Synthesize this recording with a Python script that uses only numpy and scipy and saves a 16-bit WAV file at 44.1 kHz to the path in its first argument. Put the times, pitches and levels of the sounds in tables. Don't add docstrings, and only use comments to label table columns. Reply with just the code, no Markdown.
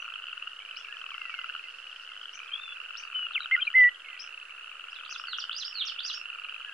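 import sys
import numpy as np
from scipy import signal
from scipy.fft import rfft, irfft, next_fast_len
from scipy.io import wavfile
from scipy.ndimage import uniform_filter1d, map_coordinates

SR = 44100
rng = np.random.default_rng(int(sys.argv[2]) if len(sys.argv) > 2 else 0)


def field_ratio(decibels):
    return 10 ** (np.asarray(decibels, dtype=float) / 20)


def to_wav(sig):
    pcm = np.clip(np.atleast_2d(sig), -1, 1) * 32767
    pcm = np.round(pcm).astype(np.int16)
    wavfile.write(sys.argv[1], SR, pcm.T)


N = 296793


def along(points, hz):
    f, v = np.transpose(points)
    return np.interp(np.log(hz + 1), np.log(f + 1), v)


def panned(x, pan_db, lag=0):
    left = np.roll(x, lag) * field_ratio(pan_db / 2)
    right = x * field_ratio(-pan_db / 2)
    return np.array([left, right])


def air():
    # f/Hz, density/dB per Hz
    air_spectrum = [(20, -20.5), (60, -31), (124, -37.5), (219, -36), (489, -21.5), (908, -24), (1400, -6),
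                    (2140, -16), (3670, -22.5), (5500, -30), (7000, -29.5), (11300, -36), (12100, -46.5),
                    (12250, -77.5)]
    # f/Hz, left-right correlation
    coherence = [(60, -0.13), (270, 0.84), (600, 0.97), (2600, 0.67), (5600, -0.3), (12000, -0.011)]
    m = next_fast_len(N)
    hz = np.fft.rfftfreq(m, 1 / SR)
    angle = np.arccos(np.clip(along(coherence, hz), -1, 1)) / 2
    noise = rfft(rng.standard_normal((2, m))) * field_ratio(along(air_spectrum, hz))
    mid, side = irfft(noise * [np.cos(angle), np.sin(angle)], m)[:, :N]
    return field_ratio(-32) * np.array([mid + side, mid - side]) * field_ratio([[-1.2], [1.2]])


def insects():
    # t/s, level/dB
    haze_swell = [(0, -80), (.9, -67), (2, -65), (3.1, -72.5), (4, -82.5), (6.73, -78)]
    centre_hz, width_hz, grains_per_s = 4810, 930, 38
    hz = np.fft.rfftfreq(N, 1 / SR)
    band = np.exp(-.5 * ((hz - centre_hz) / width_hz) ** 2)
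    haze = irfft(rfft(rng.standard_normal((2, N))) * band, N)
    t = np.arange(N) / SR
    grain = map_coordinates(rng.standard_normal(400), [t * grains_per_s])
    level_db = np.interp(t, *np.transpose(haze_swell)) + 2.3 * grain
    return haze / haze.std() * field_ratio(level_db)


def thicket(x):
    # f/Hz, t60/s
    decay_times = [(1000, 0.33), (3000, 0.22), (7000, 0.16)]
    hz, t, z = signal.stft(rng.standard_normal((2, SR // 2)), SR, nperseg=256)
    decay = field_ratio(-60 * (t / along(decay_times, hz)[:, None]) ** 1.27)
    tail = signal.istft(z * decay, SR, nperseg=256)[1]
    return signal.fftconvolve(x, tail / np.linalg.norm(tail[0]), axes=1)[:, :N]


def bank_echoes(x):
    # t/s (delay), level/dB
    reflections = [
        (.006, -24),
        (0.062, -29),
    ]
    return sum(field_ratio(db) * np.roll(x, round(s * SR), axis=1) for s, db in reflections)


def whistle(notes, lean_db=0, flutter_db=2, rough=0, lag=0):
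    out = np.zeros((2, N))
    for note in notes:
        s, hz, db = np.transpose(note)
        at = np.arange(max(round(s[0] * SR), 0), min(round(s[-1] * SR), N))
        chance = rng.standard_normal((2, 200))
        flutter, waver = (map_coordinates(c, [(at - at[0]) / 120]) for c in chance)
        pitch = uniform_filter1d(np.interp(at / SR, s, hz), size=71, mode="nearest")
        edge = np.clip(np.minimum(at - at[0], at[-1] - at) / (0.0011 * SR), 0, 1)
        level = np.interp(at / SR, s, field_ratio(db)) * field_ratio(flutter_db * flutter) * edge
        phase = 2 * np.pi * np.cumsum(pitch * (1 + rough * waver)) / SR
        tone = np.sqrt(2) * level * np.sin(phase)
        out[:, at] += panned(tone, lean_db * np.log2(pitch / 2200), lag)
    return out


def glides(rows):
    swell_s, fade_s, edge_db, ease, droop_db = 0.017, 0.026, -11.5, 1.5, -3
    notes = []
    for s, length, from_hz, to_hz, db in rows:
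        t = np.linspace(0, length, num=9)
        edge = np.clip(np.minimum(t / swell_s, (length - t) / fade_s), 0, 1)
        hz = to_hz + (from_hz - to_hz) * (1 - t / length) ** ease
        level_db = db + droop_db * t / length + edge_db * (1 - edge) ** 2
        notes.append(np.transpose([s + t, hz, level_db]))
    return notes


def far_birds():
    # t/s, length/s, from f/Hz, to f/Hz, level/dB
    far_whistles = [(.6, 0.032, 2180, 2380, -50), (.785, 0.044, 3360, 3360, -54),
                    (.885, 0.042, 1665, 1664, -49), (.92, 0.055, 1880, 1630, -50),
                    (1.19, .125, 2200, 1900, -50.5), (1.29, 0.16, 2414, 1980, -50),
                    (1.63, .05, 2140, 2030, -53), (2.09, 0.034, 2130, 2100, -54),
                    (2.13, .035, 2020, 2010, -56), (4.035, 0.14, 2290, 1950, -51),
                    (5.275, 0.057, 2080, 1940, -55), (6.655, .1, 1720, 1580, -49.5),
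                    (.845, 0.026, 2610, 2170, -45), (1.11, 0.068, 2540, 1940, -51.5),
                    (5.81, .025, 2260, 2250, -53), (2.958, .026, 2920, 4650, -48),
                    (2.975, 0.093, 4670, 4690, -62)]
    return whistle(glides(far_whistles), flutter_db=2.0, rough=0.0036) * field_ratio([[-3.5], [3]])


def chips():
    # t/s, length/s, knee f/Hz, last f/Hz, level/dB
    chip_calls = [
        (.759, .028, 5150, 5600, -48),
        (2.968, 0.036, 5500, 6300, -47.5),
        (4.189, .046, 5000, 6100, -47),
    ]
    # t/s, length/s, from f/Hz, to f/Hz,
    # level/dB
    upper_voices = [(-.03, .075, 6100, 5900, -63), (4.19, 0.034, 5480, 5960, -55),
                    (5.098, 0.033, 5900, 6550, -48.5), (5.108, 0.035, 5620, 6150, -48.5),
                    (6.118, .034, 5350, 6700, -48), (.78, .03, 5600, 6600, -60),
                    (2.328, 0.043, 5200, 6700, -54), (2.345, 0.033, 5500, 6100, -54),
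                    (2.985, 0.022, 6000, 6500, -63)]
    flick_s, flick_from, flick_db, die_db = .008, .75, -13, -10
    notes = []
    for s, length, knee_hz, last_hz, db in chip_calls:
        climb_hz = .55 * knee_hz + .45 * last_hz
        notes.append([(s, flick_from * knee_hz, db + flick_db),
                      (s + flick_s, knee_hz, db),
                      (s + .6 * length, climb_hz, db),
                      (s + length, last_hz, db + die_db)])
    return whistle(notes + glides(upper_voices), flutter_db=2.5, rough=0.018)


def warbler():
    # t/s, f/Hz, level/dB
    intro = [
        [(4.905, 4980, -59), (4.92, 5400, -66), (4.935, 6300, -79)],
        [(4.94, 5400, -62), (4.95, 4130, -58), (4.965, 3520, -48), (4.982, 3250, -74)],
        [(5.045, 2920, -51), (5.052, 3900, -50), (5.056, 4810, -68), (5.063, 2900, -41)],
    ]
    motif = [
        [(5.266, 4840, -73), (5.28, 4490, -45), (5.31, 4255, -47), (5.335, 3630, -38.5), (5.35, 3210, -38),
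         (5.37, 2490, -68)],
        [(5.383, 6310, -78), (5.395, 5560, -45), (5.403, 5040, -38), (5.412, 3730, -46), (5.425, 3086, -37),
         (5.44, 2770, -62)],
        [(5.505, 2496, -51), (5.515, 3260, -34), (5.525, 3970, -60), (5.53, 4700, -72)],
        [(5.55, 4540, -43), (5.565, 4890, -38), (5.58, 5450, -37.5), (5.592, 6830, -57)],
        [(5.597, 5300, -34), (5.605, 4350, -48), (5.62, 3730, -38), (5.638, 2867, -39)],
        [(5.645, 4450, -43), (5.655, 5040, -37), (5.67, 5510, -41), (5.69, 5410, -59)],
    ]
    flicks = [
        [(5.375, 4800, -46), (5.383, 7050, -69)],
        [(5.527, 4870, -43.5), (5.534, 2900, -36)],
    ]
    # shift t/s, change of level/dB; the earlier one lacks three notes
    earlier = [None, None, None, (-0.467, -13), (-.472, -7.5), (-.473, -10)]
    later = [(0.472, 6), (0.474, 3.5), (.477, 1.5), (0.482, 1), (.48, 2.5), (0.484, -1.5)]
    again = []
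    for moves in (earlier, later):
        for note, move in zip(motif, moves):
            if move:
                again.append(np.add(note, (move[0], 0, move[1])))
    all_flicks = [np.add(note, (shift, 0, 0)) for shift in (0, .476) for note in flicks]
    return whistle(intro + motif + again + all_flicks, flutter_db=2.5, rough=0.013)


def thrush():
    # t/s, f/Hz, level/dB
    clear_notes = [
        [(2.515, 3050, -47), (2.54, 3273, -28), (2.58, 3430, -50), (2.62, 3615, -43), (2.68, 3465, -50.5),
         (2.73, 3430, -45), (2.745, 3370, -69)],
        [(3.14, 3045, -58.5), (3.155, 3017, -30), (3.2, 2972, -34.5), (3.255, 2865, -34), (3.27, 2940, -45)],
        [(3.51, 1865, -43), (3.519, 2070, -24.5), (3.524, 2104, -20), (3.54, 2130, -22), (3.553, 1997, -18.5),
         (3.558, 1810, -34.5), (3.567, 2020, -48)],
        [(3.574, 1530, -45), (3.58, 1396, -32.5), (3.595, 1500, -36.5), (3.603, 1620, -54.5)],
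        [(3.598, 2513, -50.5), (3.604, 2400, -31), (3.61, 2480, -52.5)],
        [(3.611, 3340, -50.5), (3.62, 3184, -29), (3.627, 3155, -23), (3.637, 2990, -40.5)],
        [(3.74, 1880, -32), (3.75, 1997, -24.5), (3.755, 2071, -17.5), (3.785, 2031, -15.5), (3.82, 1976, -15),
         (3.86, 1944, -16.5), (3.885, 1956, -22), (3.897, 1960, -68)],
    ]
    slurred = [
        [(3.325, 4430, -72.5), (3.34, 3720, -44), (3.352, 3220, -29), (3.365, 2580, -30.5), (3.378, 2223, -29),
         (3.39, 1980, -59.5)],
        [(3.397, 3530, -57), (3.405, 3930, -46.5), (3.425, 3900, -46), (3.445, 3800, -44.5), (3.455, 3770, -81)],
        [(3.666, 2620, -50.5), (3.672, 2540, -31.5), (3.682, 2364, -30.5), (3.692, 2355, -50.5)],
        [(3.64, 3780, -57.5), (3.655, 4130, -53.5), (3.67, 3960, -55.5)],
    ]
    t = np.arange(N) / SR
    stutter = np.cos(np.pi * (t - 2.539) / .0195) ** 2
    depth = np.clip((2.64 - t) / 0.0087, 0, 1)
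    notes = whistle(clear_notes, lean_db=8, flutter_db=.15, lag=1)
    slurs = whistle(slurred, lean_db=7, flutter_db=5, lag=1, rough=.016)
    return notes * (1 - depth + depth * stutter) + slurs


def pulses(s, db, hz, rise, fall):
    t = np.arange(-400, 900) / SR
    shape = 2 / (np.exp(-t / rise) + np.exp(t / fall)) * signal.windows.tukey(len(t), .3)
    phase = rng.uniform(0, 2 * np.pi, (len(s), 1))
    ring = field_ratio(db)[:, None] * shape * np.sin(2 * np.pi * hz[:, None] * t + phase)
    at = np.round(s * SR).astype(int)[:, None] + np.round(t * SR).astype(int) + SR
    return np.bincount(at.ravel(), ring.ravel(), N + 3 * SR)[SR:SR + N]


def croaks(s, low_db, high_db, hz, top_db, low_pan_db, high_pan_db, lag):
    low_hz = 1385 + .16 * (hz - 2800) + 45 * rng.standard_normal(len(s))
    top_hz = hz * rng.uniform(1.45, 1.7, len(s))
    low = pulses(s, low_db, low_hz, rise=.00062, fall=.0016)
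    high = pulses(s, high_db, hz, rise=0.0005, fall=0.0018)
    top = pulses(s, top_db, top_hz, rise=.0004, fall=0.0013)
    return panned(low, low_pan_db, lag) + panned(high + top, high_pan_db, lag)


def far_frogs(count=16):
    # t/s, level/dB
    chorus_swell = [(0, -42), (1, -46.5), (1.9, -47), (2.8, -43), (4, -46.5), (4.8, -46.5), (6.73, -47)]
    when, strength = np.transpose(chorus_swell)
    along_call = np.linspace(0, 1, num=15)
    offsets = np.cumsum(.023 + .031 * along_call)
    out = 0
    for turn, (start, pace, size, side, loudness) in enumerate(rng.uniform(-1.1, 1, (count, 5))):
        first = 1.7 * ((turn + .4 * start) / count - 1)
        calls = np.arange(first, N / SR, 1.7 + .05 * pace)
        s = (calls[:, None] + offsets * (1 + .12 * pace)).ravel()
        keep = (s > 0) & (s < N / SR)
        u = np.tile(along_call, len(calls))[keep]
        s = s[keep]
        db = 5 * loudness + 4 * u + 2.5 * rng.standard_normal(len(s))
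        hz = 2610 + 170 * size + 380 * u + 70 * rng.standard_normal(len(s))
        db = db + np.interp(s, when, strength)
        pan_db = -2.1 + 8 * side
        out = out + croaks(s, db - 10.5, db, hz, db - 27, pan_db, pan_db, lag=round(-4 * side))
    return out


def frog(calls, growth, voice, seat, closing=(), count=18):
    high_db, ring_hz, hz_per_ms, db_per_ms, low_db = voice
    low_pan_db, high_pan_db, top_db = seat
    s, short_ms, db = [], [], []
    for first, gap, longest, last, peak_db in calls:
        gaps = np.minimum(gap * growth ** np.arange(count), longest)
        at = first + np.cumsum(gaps) - gaps
        sung = at < last + .015
        s += [*at, *(at[sung][-1] + np.cumsum(closing))]
        short_ms += [*(1000 * (longest - gaps)), *np.zeros(len(closing))]
        db += [*np.where(sung, peak_db, -200), *np.full(len(closing), peak_db - 1.5)]
    s, short_ms, chance = np.array(s), np.array(short_ms), rng.standard_normal((3, len(s)))
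    db = db - db_per_ms * short_ms
    hz = ring_hz - hz_per_ms * short_ms + 90 * chance[0]
    low_db = db + low_db + 1.1 * chance[1]
    high_db = db + high_db + 1.6 * chance[2]
    lag = -2 if high_pan_db > 0 else 2
    return croaks(s, low_db, high_db, hz, db + top_db, low_pan_db, high_pan_db, lag=lag)


def near_frogs():
    # first pulse t/s, first gap t/s, longest gap t/s, last pulse t/s, peak level/dB
    big_frog = [(-.028, .054, .054, .08, -33), (1.0195, .0217, .0539, 1.552, -28),
                (3.0295, .022, .0533, 3.564, -29), (4.9872, .0233, .055, 5.495, -28.5)]
    steady_frog = [(-.0063, .02955, .0475, .473, -33), (2.376, .0266, .046, 2.954, -36),
                   (4.4957, .0264, .045, 4.931, -37), (6.3038, .0264, .0468, 6.695, -34)]
    hasty_frog = [(.689, .0278, .05, 1.064, -33), (1.867, .0296, .05, 2.214, -35),
                  (3.522, .0339, .051, 3.811, -35), (5.755, .0294, .049, 6.099, -33)]
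    slow_frog = [(.373, .051, .06, .77, -33), (2.1205, .0555, .061, 2.358, -34),
                 (3.577, .049, .054, 3.89, -31), (5.112, .051, .061, 5.512, -33)]
    thin_frogs = [(1.2187, .041, .0483, 1.54, -31), (1.415, .045, .045, 1.685, -33),
                  (3.423, .0208, .045, 3.66, -33), (4.046, .0415, .051, 4.43, -34),
                  (4.02, .04, .054, 4.507, -37), (5.545, .043, .0478, 5.915, -33),
                  (6.174, .0405, .049, 6.539, -30), (6.24, .047, .051, 6.489, -35),
                  (1.694, .047, .052, 1.839, -37)]
    hurry = [.042, .037]
    slowing = [1.085, 1.058, 1.065, 1.045, 1.05]
    # high ring level/dB, its f/Hz at the longest gap, fall of f/Hz and of level/dB per ms of
    # shorter gap, low ring level/dB
    voices = [
        (-2, 2872, 10, .3, -0.6),
        (-0.15, 2867, 22, 0.28, -1.43),
        (0.22, 2976, 12, 0.27, -4.5),
        (.1, 2900, 10, .1, -9),
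        (.1, 2820, 10, 0.17, -11.5),
    ]
    # low ring left-right level/dB, high ring left-right level/dB, top ring level/dB
    seats = [
        (-1, 7.5, -32),
        (-3, 7.5, -28.5),
        (-3, 6, -31),
        (-3, 0, -26),
        (-6.5, -2, -22),
    ]
    # t/s, peak level/dB
    strays = [(.045, -36), (1.563, -31.5), (3.011, -39), (5.53, -32.5), (.788, -38), (3.703, -30.5),
              (5.986, -45)]
    callers = [big_frog, steady_frog, hasty_frog, slow_frog, thin_frogs]
    closings = [(), (), hurry, (), ()]
    out = sum(frog(*caller) for caller in zip(callers, slowing, voices, seats, closings))
    s, db = np.transpose(strays)
    hz = 2850 + 80 * rng.standard_normal(len(s))
    return out + croaks(s, db - 5, db, hz, db - 26, 0, 3, lag=-2)


def scene():
    near, far, song = near_frogs(), far_frogs(), thrush()
    right = warbler() * field_ratio([[-2.5], [2.5]])
    left = chips() * field_ratio([[4], [-4.5]])
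    distant = far_birds()
    birds = right + left
    direct = near + far + song + birds + bank_echoes(birds) + distant
    scattered = field_ratio(-1.5) * right + field_ratio(-3.5) * left + field_ratio(-26.5) * song
    scattered = scattered + field_ratio(-11) * near + field_ratio(-6) * far + field_ratio(-8) * distant
    return direct + thicket(scattered) + air() + insects()


def roll_off(x):
    return signal.sosfilt(signal.butter(12, 12600, fs=SR, output="sos"), x)


def record(dry):
    offset = .0005 * np.clip((N - np.arange(N)) / 2000, 0, 1)
    return roll_off(dry - offset)


dry = scene()
out = record(dry)
to_wav(out)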